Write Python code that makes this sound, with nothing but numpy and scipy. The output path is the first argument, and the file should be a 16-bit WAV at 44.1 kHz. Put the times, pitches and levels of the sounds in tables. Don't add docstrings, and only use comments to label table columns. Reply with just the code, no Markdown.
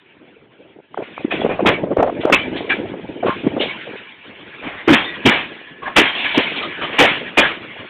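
import sys
import numpy as np
from scipy import signal
from scipy.fft import rfft, irfft, next_fast_len
from scipy.io import wavfile
from scipy.ndimage import uniform_filter1d, map_coordinates

SR = 44100
rng = np.random.default_rng(int(sys.argv[2]) if len(sys.argv) > 2 else 0)


def volts_from_decibels(level):
    exponent = np.asarray(level, float) / 20
    return 10 ** exponent


def generate_wav(signal):
    frames = np.transpose(np.atleast_2d(signal))
    scaled = np.clip(frames, -1, 1) * 32767
    pcm = np.round(scaled).astype(np.int16)
    wavfile.write(sys.argv[1], SR, pcm)


N = 347949

# centre_hz, width_hz, level_db
WHEEL_MODES = [(1077, 85, -16.5), (1250, 13, -15), (1670, 14, -1.5), (2061, 15, -5), (2316, 33, -4),
               (2750, 27, 1), (3330, 51.5, -7.5)]


def unit(x):
    return x / np.sqrt(np.mean(x ** 2) + 1e-20)


def along(points, hz):
    f, db = np.transpose(points)
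    return volts_from_decibels(np.interp(np.log(hz + 1), np.log(f + 1), db))


def curve(rows):
    return np.interp(np.arange(N) / SR, *np.transpose(rows))


def filtered(x, response):
    size = next_fast_len(len(x) + 8192)
    gain = response(np.fft.rfftfreq(size, 1 / SR))
    return irfft(rfft(x, size) * gain, size)[:len(x)]


def wobble(rate):
    knots = rng.standard_normal(int(N * rate / SR) + 4)
    return map_coordinates(knots, [np.arange(N) * rate / SR])


def patchy(count, patchy_db):
    z = signal.stft(rng.standard_normal(count + 512), nperseg=512)[2]
    field = uniform_filter1d(rng.standard_normal(z.shape), size=4, axis=0)
    field = uniform_filter1d(field, size=6, axis=1)
    return signal.istft(z * volts_from_decibels(patchy_db * unit(field)), nperseg=512)[1][:count]


def add(track, s, sound):
    part = track[round(s * SR):][:len(sound)]
    part += sound[:len(part)]


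def ringing(hz, strength_db):
    total = 0
    for k, (centre, width, db) in enumerate(WHEEL_MODES):
        damping = 1j * hz * width
        resonance = damping / (centre * centre - hz * hz + damping)
        total = total + (-1) ** k * volts_from_decibels(db + strength_db[k]) * resonance
    return total


def joints():
    # start_s, peak_db, fall_db_per_100ms, brightness_db_per_octave
    joint_blows = [(1.015, -28, 15, -1.5), (1.303, -13.5, 13, -0.5), (1.442, -15.5, 39, -13),
                   (1.488, -13.5, 18.5, -13), (1.655, -1.5, 20.5, -2.5), (1.978, -5, 40, -18),
                   (2.197, -22, 14.5, 2), (2.32, 0, 28, -3.5), (2.555, -14, 25.5, 8),
                   (2.689, -9.5, 20.5, 0), (3.252, -17.5, 11.5, 0.5), (3.601, -9, 18.5, 10),
                   (4.618, -22, 6, -6), (4.665, -20.5, 34.5, -0.5), (4.872, -5.5, 10.5, -4.5),
                   (4.922, -4.5, 12, -1), (5.251, -3, 7.5, -0.5), (5.82, -23, 15, -5),
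                   (5.861, -19, 21.5, -7.5), (5.957, -1.5, 8.5, -0.5), (6.14, -15.5, 4, 9.5),
                   (6.24, -8, 48, 0), (6.338, -8.5, 8.5, 7), (6.37, -7.5, 20, 0), (6.555, -11.5, 31.5, 14),
                   (6.617, -14, 22.5, 9), (6.808, -14, 12.5, -3), (6.923, -12.5, 31, 0),
                   (6.981, -2.1, 6, 1), (7.368, -3, 9.5, -0.5)]
    # freq_hz, level_db
    clash_spectrum = [(350, -20.5), (600, -15.5), (1180, -8.5), (1670, -6.5), (1810, -4.5), (2310, -3),
                      (3230, -6.5), (4000, -14.5), (5200, -48), (8800, -120)]
    # freq_hz, level_db
    thud_spectrum = [(15, -70), (25, -16), (140, -17.5), (273, -0.5), (483, -8), (632, -2.5), (776, -4),
                     (1100, -9.5), (1430, -39), (2420, -120)]
    ring_lasts = 0.69
    track, t = np.zeros(N), np.arange(SR // 2) / SR
    for s, db, fall_db, tilt_db in joint_blows:
        rise_ms = 7.54 - 0.16 * db
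        fall_db_per_s = abs(fall_db) * 10
        strength_db = 4 * rng.standard_normal(len(WHEEL_MODES)) + 0.68

        tilt = lambda hz: volts_from_decibels(tilt_db * np.log2(np.clip(hz, 600, 4000) / 2000))
        rattle = filtered(patchy(len(t), patchy_db=2.0), lambda hz: along(clash_spectrum, hz) * tilt(hz))
        ring = filtered(rattle, lambda hz: ringing(hz, strength_db))
        lasting_ring = ring * volts_from_decibels((1 - ring_lasts) * fall_db_per_s * t)
        clash = (3 * rattle + lasting_ring) / np.std(3 * rattle + ring)
        thud = unit(filtered(rng.standard_normal(len(t)), lambda hz: along(thud_spectrum, hz)))
        short_thud = thud * volts_from_decibels(-7 - 35 * t)

        swell = 1 - np.exp(-(t * 1000 / rise_ms) ** 2)
        heavy = np.clip((db + 9) / 8, 0, 1)
        crossing = 1 + .55 * heavy * np.exp(-(t / .05) ** 8)
        rolls_off_db = heavy * 5 * (t / 0.17) ** 4
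        fall = volts_from_decibels(-fall_db_per_s * t - rolls_off_db)
        add(track, s, volts_from_decibels(db - 6) * swell * crossing * fall * (clash + short_thud))
    return track


def rolling():
    # freq_hz, level_db
    steel_spectrum = [(410, -45), (700, -14), (1060, -6), (1150, -9.5), (1680, -2.5), (2800, -2.5),
                      (3510, -8.5), (4000, -14), (5200, -37), (8800, -120)]
    # time_s, level_db
    track_level = [(0, -51.5), (.9, -56.5), (1.1, -43.5), (1.55, -37.5), (2.02, -44.5), (2.48, -33),
                   (3.05, -41.5), (3.76, -32), (4.15, -43), (4.75, -35.5), (5.21, -31.5), (5.55, -35),
                   (5.75, -48), (6.1, -26), (6.45, -27), (6.77, -31.5), (6.97, -27), (7.89, -36)]
    even = np.zeros(len(WHEEL_MODES))
    steel = lambda hz: along(steel_spectrum, hz) * (1 + volts_from_decibels(-1.0) * ringing(hz, even))
    flutter = volts_from_decibels(1.4 * wobble(25))
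    hiss = unit(flutter * filtered(patchy(N, patchy_db=3.5), steel))
    return volts_from_decibels(curve(track_level) + 0.87 * wobble(7)) * hiss


def sings():
    # start_s, level_db, pitch_hz, length_s
    sung_modes = [(1.312, -16, 2482, 0.032), (1.406, -27.5, 3350, 0.036), (1.716, -20.5, 2272, 0.068),
                  (2.373, -21, 2330, 0.099), (2.386, -22, 3050, 0.054), (3.266, -16.5, 1077, 0.087),
                  (5.058, -25, 1930, 0.12), (5.04, -24, 3586, 0.077), (5.613, -42, 1730, 0.45),
                  (5.821, -25, 1077, 0.11), (5.857, -21.5, 1683, 0.047), (6.233, -18, 2308, 0.11),
                  (6.262, -17, 1690, 0.028), (6.614, -23.5, 1250, 0.069), (6.813, -20.5, 1217, 0.055),
                  (7.421, -11.5, 1656, 0.063), (1.495, -24.5, 2430, 0.061), (2.326, -6.5, 2620, 0.045),
                  (2.7, -14, 2333, 0.048), (2.705, -13.5, 1644, 0.04), (3.599, -19, 2865, 0.037),
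                  (3.612, -31.5, 3460, 0.049), (4.935, -14, 3510, 0.025), (6.267, -20, 3013, 0.042),
                  (6.834, -23, 3050, 0.042), (7.38, -12, 2406, 0.046), (2.042, -19, 572, 0.072),
                  (6.05, -20.5, 3154, 0.1), (6.16, -21, 2750, 0.1), (4.959, -22, 3237, 0.097)]
    track = np.zeros(N)
    for s, db, hz, length in sung_modes:
        t = np.arange(round(length * 1.08 * SR)) / SR
        drift, flutter = np.cumsum(rng.standard_normal((2, SR // 2)), axis=1)[:, :len(t)]
        tone = np.sin(2 * np.pi * hz * t + .09 * drift)
        rough = tone * (1 + 0.51 * np.sin(0.13 * flutter))
        swell = 1 - np.exp(-t / (0.088 * length))
        fade = np.sqrt(np.abs(1 - t / t[-1]))
        add(track, s - .003, volts_from_decibels(db) * swell * fade * rough)
    return track


def series(rows, width_ms, fade_db):
    out = []
    chances = rng.standard_normal((len(rows), 4, 8))
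    for (s, length, db, hz), chance in zip(rows, chances):
        gaps_s = .011 * volts_from_decibels(-0.32 * min(db, 0)) * np.exp(.3 * chance[0])
        late = np.cumsum(gaps_s) - gaps_s[0]
        level = db - fade_db * (late / length) ** 2 - 1.5 * np.abs(chance[1])
        pitch = hz * np.exp(0.2 * chance[2])
        width = width_ms * np.exp(0.53 * chance[3])
        pushes = np.transpose([s + late, level, pitch, width])
        out += list(pushes[late <= length])
    return out


def pops():
    # middle_s, peak_db, pitch_hz, width_ms
    gust_pops = [(.945, -17.5, 850, 1.44), (.9763, -9, 714, 2.9), (1.1798, -11.5, 1120, 1.24),
                 (1.25, -4, 267, 4.5), (1.3254, -9, 650, 2.2), (1.3427, -12, 337, 7.8), (1.4494, 0, 436, 4),
                 (1.4634, -2.5, 574, 1.2), (1.4935, -6, 352, 1.9), (1.516, -10, 525, 7.3),
                 (1.607, -5.5, 540, 4.4), (1.6317, -6.5, 289, 14), (1.6512, -5, 736, 1.6),
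                 (1.8412, -6.5, 510, 4.5), (1.9085, -9, 420, 3), (1.919, -6.5, 460, 10),
                 (1.9707, 0, 553, 4.5), (1.986, -6.5, 614, 1.8), (1.9978, -2.5, 597, 8.6),
                 (2.029, 1, 697, 3.8), (2.0645, -10, 550, 8.1), (2.128, -15.5, 433, 3.5),
                 (2.254, 3, 403, 4.2), (2.2822, -7, 602, 22), (2.3011, 1, 596, 4.1), (2.6082, -8, 450, 1.1),
                 (3.2937, -5, 307, 3.7), (3.471, -1, 287, 6.1), (3.6058, -6.5, 446, 4.2),
                 (6.3795, -2, 297, 6)]
    # start_s, length_s, peak_db, pitch_hz
    gust_flurries = [(.37, .07, -35, 380), (.766, .05, -29, 395), (.991, 0.044, -14, 524),
                     (1.087, 0.049, -28, 460), (1.198, .03, -23, 420), (1.282, .01, -18, 310),
                     (1.42, .025, -10.5, 570), (1.596, .008, -2, 613), (1.876, .01, -17.5, 372),
                     (1.932, .012, -8, 404), (2.005, .045, -5, 586), (2.078, .03, -7.5, 550),
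                     (2.238, .035, -13, 456), (2.52, .14, -16.5, 377), (2.72, .14, -15.5, 480),
                     (2.919, .1, -17, 385), (3.235, .014, -5, 614), (3.259, .035, -5, 547),
                     (3.305, .012, -9, 940), (3.443, .04, -10.5, 317), (3.54, .01, -15.5, 315),
                     (3.568, .02, -6.5, 469), (3.615, .05, -13.5, 415), (3.875, .1, -20.5, 386),
                     (4.673, .015, -13.5, 284), (.17, .05, -37, 330), (1.455, .02, -5, 339),
                     (5.615, .02, -25, 356)]
    # start_s, length_s, peak_db, pitch_hz
    body_shudders = [(1.666, .08, -4.5, 465), (2.319, .035, -8, 429), (4.882, .062, 3.5, 275.5),
                     (4.975, .03, -14, 890), (5.261, .04, 1, 290), (5.31, .07, -12, 472),
                     (5.881, .01, -11, 1000), (5.975, .06, -.5, 377), (6.35, .015, -15, 900),
                     (6.392, .012, -5, 456), (6.52, .01, -16, 522), (6.842, .01, -20.5, 1200),
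                     (6.999, .055, -.5, 490), (7.376, .035, -3, 514), (7.424, .015, -10, 740),
                     (7.06, 0.037, -11, 478), (6.9, 0.073, -19, 500)]
    track = np.zeros(N)
    t = np.arange(-SR // 25, SR // 25) / SR
    flurries = series(gust_flurries, width_ms=4.5, fade_db=1.5)
    shudders = series(body_shudders, width_ms=5, fade_db=6)
    pushes = gust_pops + flurries + shudders
    chance = rng.random((200, 2))
    for (s, db, hz, width_ms), (start, sag) in zip(pushes, chance):
        width = width_ms * 0.00066
        sagging = 1 - 0.44 * (sag - .3) * np.tanh(t / width)
        turn = 2 * np.pi * (hz * t * sagging + start)
        swing = np.exp(-(t / width) ** 2) * np.cos(turn)
        dull = lambda f: f / hz / (1 + (f / (1.144 * hz)) ** 4) + volts_from_decibels(-40) / (1 + (f / 2200) ** 2)
        puff = volts_from_decibels(-8.0) * unit(filtered(rng.standard_normal(len(t)), dull))
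        trail = np.exp(-(t / np.where(t < 0, 1.1 * width, 2.3 * width)) ** 2)
        push = swing + trail * puff
        add(track, s + t[0], volts_from_decibels(db - 1.63) * push / np.abs(push).max())
    return filtered(track, lambda hz: hz ** 2 / (hz ** 2 + 110 ** 2))


def air_roar():
    # freq_hz, level_db
    roar_spectrum = [(15, -67.5), (25, -25), (90, -9.5), (335, 0.5), (673, -7.5), (740, -13.5),
                     (924, -12.5), (1100, -37.5), (1430, -46), (2420, -120)]
    # time_s, level_db
    air_level = [(0, -51.5), (.88, -50.5), (1.15, -42.5), (1.4, -33.5), (2.2, -26), (2.45, -33),
                 (2.75, -27), (3.1, -34), (3.68, -29.5), (4.15, -47), (4.3, -39), (4.55, -43), (5.3, -33.5),
                 (5.78, -47), (6.3, -33.5), (6.75, -36), (6.95, -31), (7.89, -42.5)]
    lumps = volts_from_decibels(2 * wobble(11) + 2.94 * wobble(60))
    roar = unit(lumps * filtered(patchy(N, patchy_db=-3.0), lambda hz: along(roar_spectrum, hz)))
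    return volts_from_decibels(curve(air_level) + 1.5 * wobble(6)) * roar


def scene():
    return (joints() + rolling() + sings() + pops() + air_roar())[None]


def band_limit(x):
    return signal.sosfilt(signal.butter(12, 16640, fs=SR, output="sos"), x)


def record(dry):
    # freq_hz, level_db
    phone_band = [(15, -7.5), (120, 1), (3500, -1), (4000, -9.5), (4350, -12), (4700, -53.5), (5200, -130)]
    narrow = filtered(dry[0], lambda hz: along(phone_band, hz))
    clipped = np.clip(narrow, -0.71, 0.71)
    splashed = filtered(clipped, lambda hz: 1 / (1 + (hz / 15850) ** 150))
    return band_limit(splashed[None])


dry = scene()
out = record(dry)
generate_wav(out)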